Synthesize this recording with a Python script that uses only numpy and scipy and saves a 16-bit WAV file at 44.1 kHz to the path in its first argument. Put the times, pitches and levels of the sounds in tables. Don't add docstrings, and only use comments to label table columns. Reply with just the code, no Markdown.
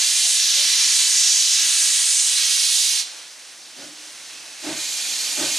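import sys
import numpy as np
from scipy import signal
from scipy.fft import rfft, irfft
from scipy.io import wavfile
from scipy.ndimage import uniform_filter1d, map_coordinates

SR = 44100
rng = np.random.default_rng(int(sys.argv[2]) if len(sys.argv) > 2 else 0)


def wav_out(sig):
    wavfile.write(sys.argv[1], SR, np.round(np.clip(np.atleast_2d(sig).T, -1, 1) * 32767).astype(np.int16))


N = 246078
TIME = np.arange(N) / SR
BINS = np.fft.rfftfreq(N, 1 / SR)

# t/s, level/dB, whistle f/Hz, whistle level/dB
FIRST_JET = [(0, -18, 9000, 3), (.36, -18.5, 8700, 6), (.44, -17.5, 4900, 2.5), (.7, -16, 4000, 0.5),
             (.97, -18, 8400, 5), (1.25, -18, 6750, 5.5), (1.56, -17.5, 6360, 3), (1.76, -19, 9000, 6.5),
             (2.2, -21, 8250, 9.5), (2.42, -18, 9100, 2), (2.82, -17.5, 9900, 4.5), (3.0, -19, 9600, 0.5)]
# f/Hz, level/dB per Hz
FIRST_COLOUR = [(40, -33.5), (170, -44.5), (450, -50), (600, -35), (950, -21.5), (1400, -18.5), (1650, -12),
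                (2300, -7.5), (3000, -3), (4000, 1), (5200, 0), (6300, 1.5), (7500, -4), (9500, -5),
                (11500, -15.5), (15000, -30)]
# t/s, level/dB
FIRST_RUSH = [(0.0, -37.5), (0.33, -39), (0.84, -34.5), (1.45, -40), (1.61, -35), (2.37, -41.5),
              (2.38, -34.5), (2.77, -43.5), (2.95, -42)]
# t/s, left minus right/dB
FIRST_PAN = [(0.0, -3.5), (1.49, -2.5), (1.87, -4), (2.01, -3.5), (2.95, -6)]
FIRST_SHUTS_S, SHUT_DECAY_S = 3.003, 0.026
RUSH_UNDER_DB = 20


def first_cock():
    t = grid()[0]
    level_db, whistle_hz, whistle_db = follow(FIRST_JET, t)
    rush_db = follow(FIRST_RUSH, t)[0] - level_db + RUSH_UNDER_DB
    right_db = read(PORT_BALANCE, 3800) - follow(FIRST_PAN)[0]
    steam = jet(FIRST_COLOUR, whistle_hz, whistle_db, rush_db, right_db, echo=0.53)
    still_open = np.exp(-np.maximum(TIME - FIRST_SHUTS_S, 0) / SHUT_DECAY_S)
    level = gain_of(follow(FIRST_JET)[0])
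    return level * still_open * steam


# f/Hz, level/dB per Hz
SECOND_COLOUR = [(150, -44), (500, -16), (1300, -15.5), (1900, -8.5), (2450, -5.5), (4400, 1), (5600, -3),
                 (6500, 0.5), (7500, -3.5), (9500, -6.5), (12000, -13), (15000, -31)]
SECOND_WHISTLE_HZ, SECOND_WHISTLE_DB = 6840, 2
SECOND_CRACKS_S, SECOND_OPENS_S, OPENING_S = 4.575, 4.73, 0.077
CRACKED_DB, SECOND_DB, SECOND_GROWTH_DB_PER_S = -33, -26.5, 5
CRACKED_RUSH_DB, OPEN_RUSH_DB = 8.5, -0.4
SECOND_RIGHT_DB = 1.9


def second_cock():
    rush_opening = ramp(SECOND_OPENS_S, OPENING_S, grid()[0])
    rush_db = CRACKED_RUSH_DB + (OPEN_RUSH_DB - CRACKED_RUSH_DB) * rush_opening
    steam = jet(SECOND_COLOUR, SECOND_WHISTLE_HZ, SECOND_WHISTLE_DB, rush_db, SECOND_RIGHT_DB, echo=0.48)
    growth_db = SECOND_GROWTH_DB_PER_S * np.maximum(TIME - SECOND_OPENS_S, 0)
    level_db = CRACKED_DB + (SECOND_DB - CRACKED_DB) * ramp(SECOND_OPENS_S, OPENING_S) + growth_db
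    return gain_of(level_db) * ramp(SECOND_CRACKS_S, OPENING_S) * steam


def jet(colour, whistle_hz, whistle_db, rush_db, right_db, echo):
    hz = grid()[1]
    whistle = whistle_db * hump(hz, whistle_hz, 0.34)
    rush = rush_db * hump(hz, 1490, 0.64)
    hiss = turbulence(read(colour, hz) + whistle + rush, patchy_db=.6, flutter_db=.15)
    steam = evened(reflected(hiss, echo))
    upper_middle = irfft(rfft(steam) * hump(BINS, 3800, .65), N)
    side_gain = gain_of(right_db * np.array([[-.5], [.5]]))
    return steam + upper_middle * (side_gain - 1)


LAG_MS, LAG_MS_PER_S, LONGEST_LAG_MS = 2.955, .083, 3.34


def reflected(x, strength):
    lag_ms = np.minimum(LAG_MS + LAG_MS_PER_S * TIME, LONGEST_LAG_MS)
    late = np.arange(N) - lag_ms * SR / 1000
    copy = np.array([map_coordinates(side, [late], order=3) for side in x])
    turn = np.exp(1j * np.pi / 4)
    return x + strength * irfft(rfft(copy) * turn * hump(BINS, 3900, 1.1), N)


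# f/Hz, level/dB per Hz
LEAK_COLOUR = [(240, -54), (400, -12), (542, -9.5), (734, -8), (921, -8), (1090, -8), (1330, -7.5),
               (1500, -4), (2090, -3.5), (2470, -2.5), (4200, -0.5), (6320, 0.5), (6920, -3.5),
               (9520, -5.5), (15000, -31)]
LEAK_DB, LEAK_PUFF_DB = -38, -47
LULL_FROM_S, LULL_TO_S, LULL_DB, LULL_RAMP_S = 3.25, 3.99, -3, 0.091


def leak():
    hiss = turbulence(read(LEAK_COLOUR, grid()[1]), patchy_db=.6, flutter_db=.15)
    sag = ramp(LULL_FROM_S - LULL_RAMP_S / 2, LULL_RAMP_S)
    recovery = ramp(LULL_TO_S - LULL_RAMP_S / 2, LULL_RAMP_S)
    steady = gain_of(LEAK_DB + LULL_DB * (sag - recovery))
    puffs = sum(puff(s, peak_s) for s, _, peak_s, *_ in BEATS)
    return (steady + gain_of(LEAK_PUFF_DB) * puffs) * hiss


# t/s, level/dB, time to peak/s, chimney pitch factor, chimney ring/dB
BEATS = [(3.73, -42.5, 0.089, 0.97, -2.5), (4.606, -30.5, 0.083, 1, -2.5), (5.34, -28, 0.081, 1.003, 1)]
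DRAUGHT_DB, DRAUGHT_END_DB = -63.5, -55.5
PUSH_HZ, PUSH_LAG_S = 170, .025


def exhaust():
    out = with_speed(DRAUGHT_DB, DRAUGHT_END_DB, power=0.87) * chimney(pitch=0.99, ring_db=-8.5)
    for s, db, peak_s, pitch, ring_db in BEATS:
        blast = chimney(pitch, ring_db)
        push = irfft(rfft(blast) / (1 + (BINS / PUSH_HZ) ** 6), N)
        rasp = blast - push
        out += gain_of(db) * (puff(s, peak_s) * rasp + puff(s + PUSH_LAG_S, peak_s) * push)
    return out


# f/Hz, level/dB per Hz
BEAT_COLOUR = [(40, -48), (90, -26), (160, -6.5), (235, -6.5), (365, 0), (450, -16), (600, -1.5),
               (1050, -14), (1600, -19), (3500, -14.5), (8000, -30), (14000, -48)]
# f/Hz, width/Hz, level/dB
CHIMNEY = [(307, 18, 11.5), (580, 58, -2), (860, 53, -4), (1210, 73, -7.5), (1530, 78, -2.5),
           (1830, 86, -8)]


def chimney(pitch, ring_db):
    hz = grid(size=2048)[1]
    power = gain_of(read(BEAT_COLOUR, hz)) ** 2
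    for mode_hz, width, mode_db in CHIMNEY:
        power = power + (gain_of(mode_db + ring_db) * resonance(hz, mode_hz * pitch, width)) ** 2
    return turbulence(10 * np.log10(power), patchy_db=.5, flutter_db=.3, size=2048)


BEAT_SHARPNESS = 3.94


def puff(s, peak_s):
    age = np.maximum(TIME - s, 0) / peak_s
    return (age * np.exp(1 - age)) ** BEAT_SHARPNESS


# start t/s, f/Hz, level/dB
VALVE_NOTES = [(4.28, 2580, -50.5), (4.73, 2426, -42.5)]
VALVE_RISE_S = 0.025


def valve():
    hz, out = grid()[1], 0
    for s, note_hz, db in VALVE_NOTES:
        song_db = 20 * np.log10(resonance(hz, note_hz, width=90))
        song = turbulence(song_db, patchy_db=.5, flutter_db=.5)
        taken_over = ramp(s, VALVE_RISE_S)
        out = out * (1 - taken_over) + gain_of(db) * taken_over * song
    return out


# f/Hz, level/dB per Hz
ROLLING_COLOUR = [(20, -15), (60, -5), (120, 0), (180, -4.5), (260, 8), (450, -12), (1200, -30),
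                  (4000, -60)]
# middle t/s, level/dB, half length/s
HUMS = [(1.02, -65, 0.13), (1.65, -56.5, 0.065), (3.96, -58, 0.11)]
# middle t/s, f/Hz, level/dB, half length/s
GROANS = [(0.102, 686, -57.5, 0.085), (0.266, 692, -50, 0.025), (.42, 590, -61, 0.093),
          (0.598, 580, -47, 0.033), (.79, 930, -52, 0.04), (1.018, 980, -50, 0.032)]
ROLLING_DB, ROLLING_END_DB = -78, -57.5
HUM_HZ, HUM_HZ_PER_S = 294, 3.3


def running_gear():
    rolling_db = read(ROLLING_COLOUR, grid(size=2048)[1])
    rumble = turbulence(rolling_db, patchy_db=.8, flutter_db=.5, size=2048)
    hum_level = sum(gain_of(db) * swell(s, half_s) for s, db, half_s in HUMS)
    hum = hum_level * tone(HUM_HZ + HUM_HZ_PER_S * TIME, waver=0.019)
    groans = sum(gain_of(db) * swell(s, half_s) * tone(hz, waver=0.018) for s, hz, db, half_s in GROANS)
    return with_speed(ROLLING_DB, ROLLING_END_DB, power=0.99) * rumble + hum + groans


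PICKS_UP_S = 3


def with_speed(first_db, end_db, power):
    speed = ramp(PICKS_UP_S, TIME[-1] - PICKS_UP_S) ** power
    return gain_of(first_db + (end_db - first_db) * speed)


# f/Hz, t60/s
YARD_DECAY = [(200, 0.13), (1000, 1), (4000, 0.88), (8000, 0.63), (14000, 0.18)]


def yard(x):
    shared, apart = rng.standard_normal((2, SR)) * (rng.random((2, SR)) < .1)
    after_gap = np.arange(SR) / SR > .012
    taps = (shared + .25 * np.array([apart, -apart])) * after_gap
    hz, t, z = signal.stft(taps, SR, nperseg=256)
    decay = gain_of(-60 * t / read(YARD_DECAY, hz)[:, None])
    tail = signal.istft(z * decay, SR, nperseg=256)[1]
    tail = tail / np.linalg.norm(tail[0])
    lead_in = np.concatenate([x[SR // 2:0:-1], x])
    return signal.fftconvolve(lead_in[None], tail, axes=1)[:, SR // 2:][:, :N]


# f/Hz, likeness/1
LIKENESS = [(30, .95), (80, .99), (300, .988), (550, .89), (1200, .89), (2200, .9), (3500, .92), (9000, .9),
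            (10800, .999)]


def turbulence(colour_db, patchy_db, flutter_db, size=512):
    t, hz = grid(size=size)
    a, b, c, d, patches = rng.standard_normal((5, len(t), len(hz)))
    for _ in range(2):
        patches = uniform_filter1d(uniform_filter1d(patches, size=16, axis=0), size=16, axis=1)
    flutter = uniform_filter1d(rng.standard_normal(t.shape), size=6, axis=0)
    same = np.clip(read(LIKENESS, hz), -1, 1)
    left = a + 1j * b
    right = same * left + np.sqrt(1 - same ** 2) * (c + 1j * d)
    z = np.array([left, right])
    z *= gain_of(colour_db + patchy_db * evened(patches) + flutter_db * evened(flutter))
    noise = signal.istft(z.swapaxes(1, 2), nperseg=size, noverlap=size - size // 4)[1]
    return evened(noise[:, :N])


def tone(hz, waver):
    drift = evened(uniform_filter1d(rng.standard_normal(N), size=800))
    phase = 2 * np.pi * np.cumsum(hz * (1 + waver * drift)) / SR
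    return np.sqrt(2) * np.sin(phase)


def resonance(hz, centre_hz, width):
    return 1 / (1 + ((hz - centre_hz) / width) ** 2)


def hump(hz, centre_hz, octaves):
    return np.exp(-.5 * (np.log2((hz + 1) / centre_hz) / octaves) ** 2)


def swell(middle_s, half_s):
    return np.exp(-.5 * ((TIME - middle_s) / half_s) ** 2)


def ramp(start_s, length_s, t=TIME):
    return np.clip((t - start_s) / length_s, 0, 1)


def gain_of(db):
    return 10 ** (np.asarray(db) / 20)


def evened(x):
    return x / np.sqrt(np.mean(x ** 2) + 1e-20)


def read(points, hz):
    f, value = np.transpose(points)
    return np.interp(np.log(hz + 1), np.log(f + 1), value)


def follow(rows, t=TIME):
    s, *columns = np.transpose(rows)
    return [np.interp(t, s, c) for c in columns]


def grid(size=512):
    hop = size // 4
    return np.arange(N // hop + 5)[:, None] * hop / SR, np.fft.rfftfreq(size, 1 / SR)


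def scene():
    cocks = first_cock() + second_cock()
    beats = exhaust()
    echoes = yard((gain_of(-15.5) * cocks + gain_of(-16.0) * beats).mean(0))
    return cocks + beats + leak() + valve() + running_gear() + echoes


# f/Hz, left minus right/dB
PORT_BALANCE = [(100, -.6), (300, -.9), (700, -1.7), (1500, -.4), (2700, -3), (4300, -1.8), (6200, -.5),
                (7500, -1), (9200, -.8), (10800, 0)]
# f/Hz, left lead/rad
PORT_PHASE = [(100, 0), (1200, -.08), (2500, 0), (3700, .25), (6000, .2), (7500, 0), (8800, -.33),
              (10500, 0)]
EDGE_HZ = 15200


def record(dry):
    ports = gain_of(read(PORT_BALANCE, BINS)) * np.exp(1j * read(PORT_PHASE, BINS))
    halves = ports ** np.array([[.5], [-.5]])
    placed = irfft(rfft(dry) * halves, N)
    low_pass = signal.firwin(511, EDGE_HZ, window=("kaiser", 9), fs=SR)
    return signal.oaconvolve(placed, low_pass[None], "same")


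dry = scene()
out = record(dry)
wav_out(out)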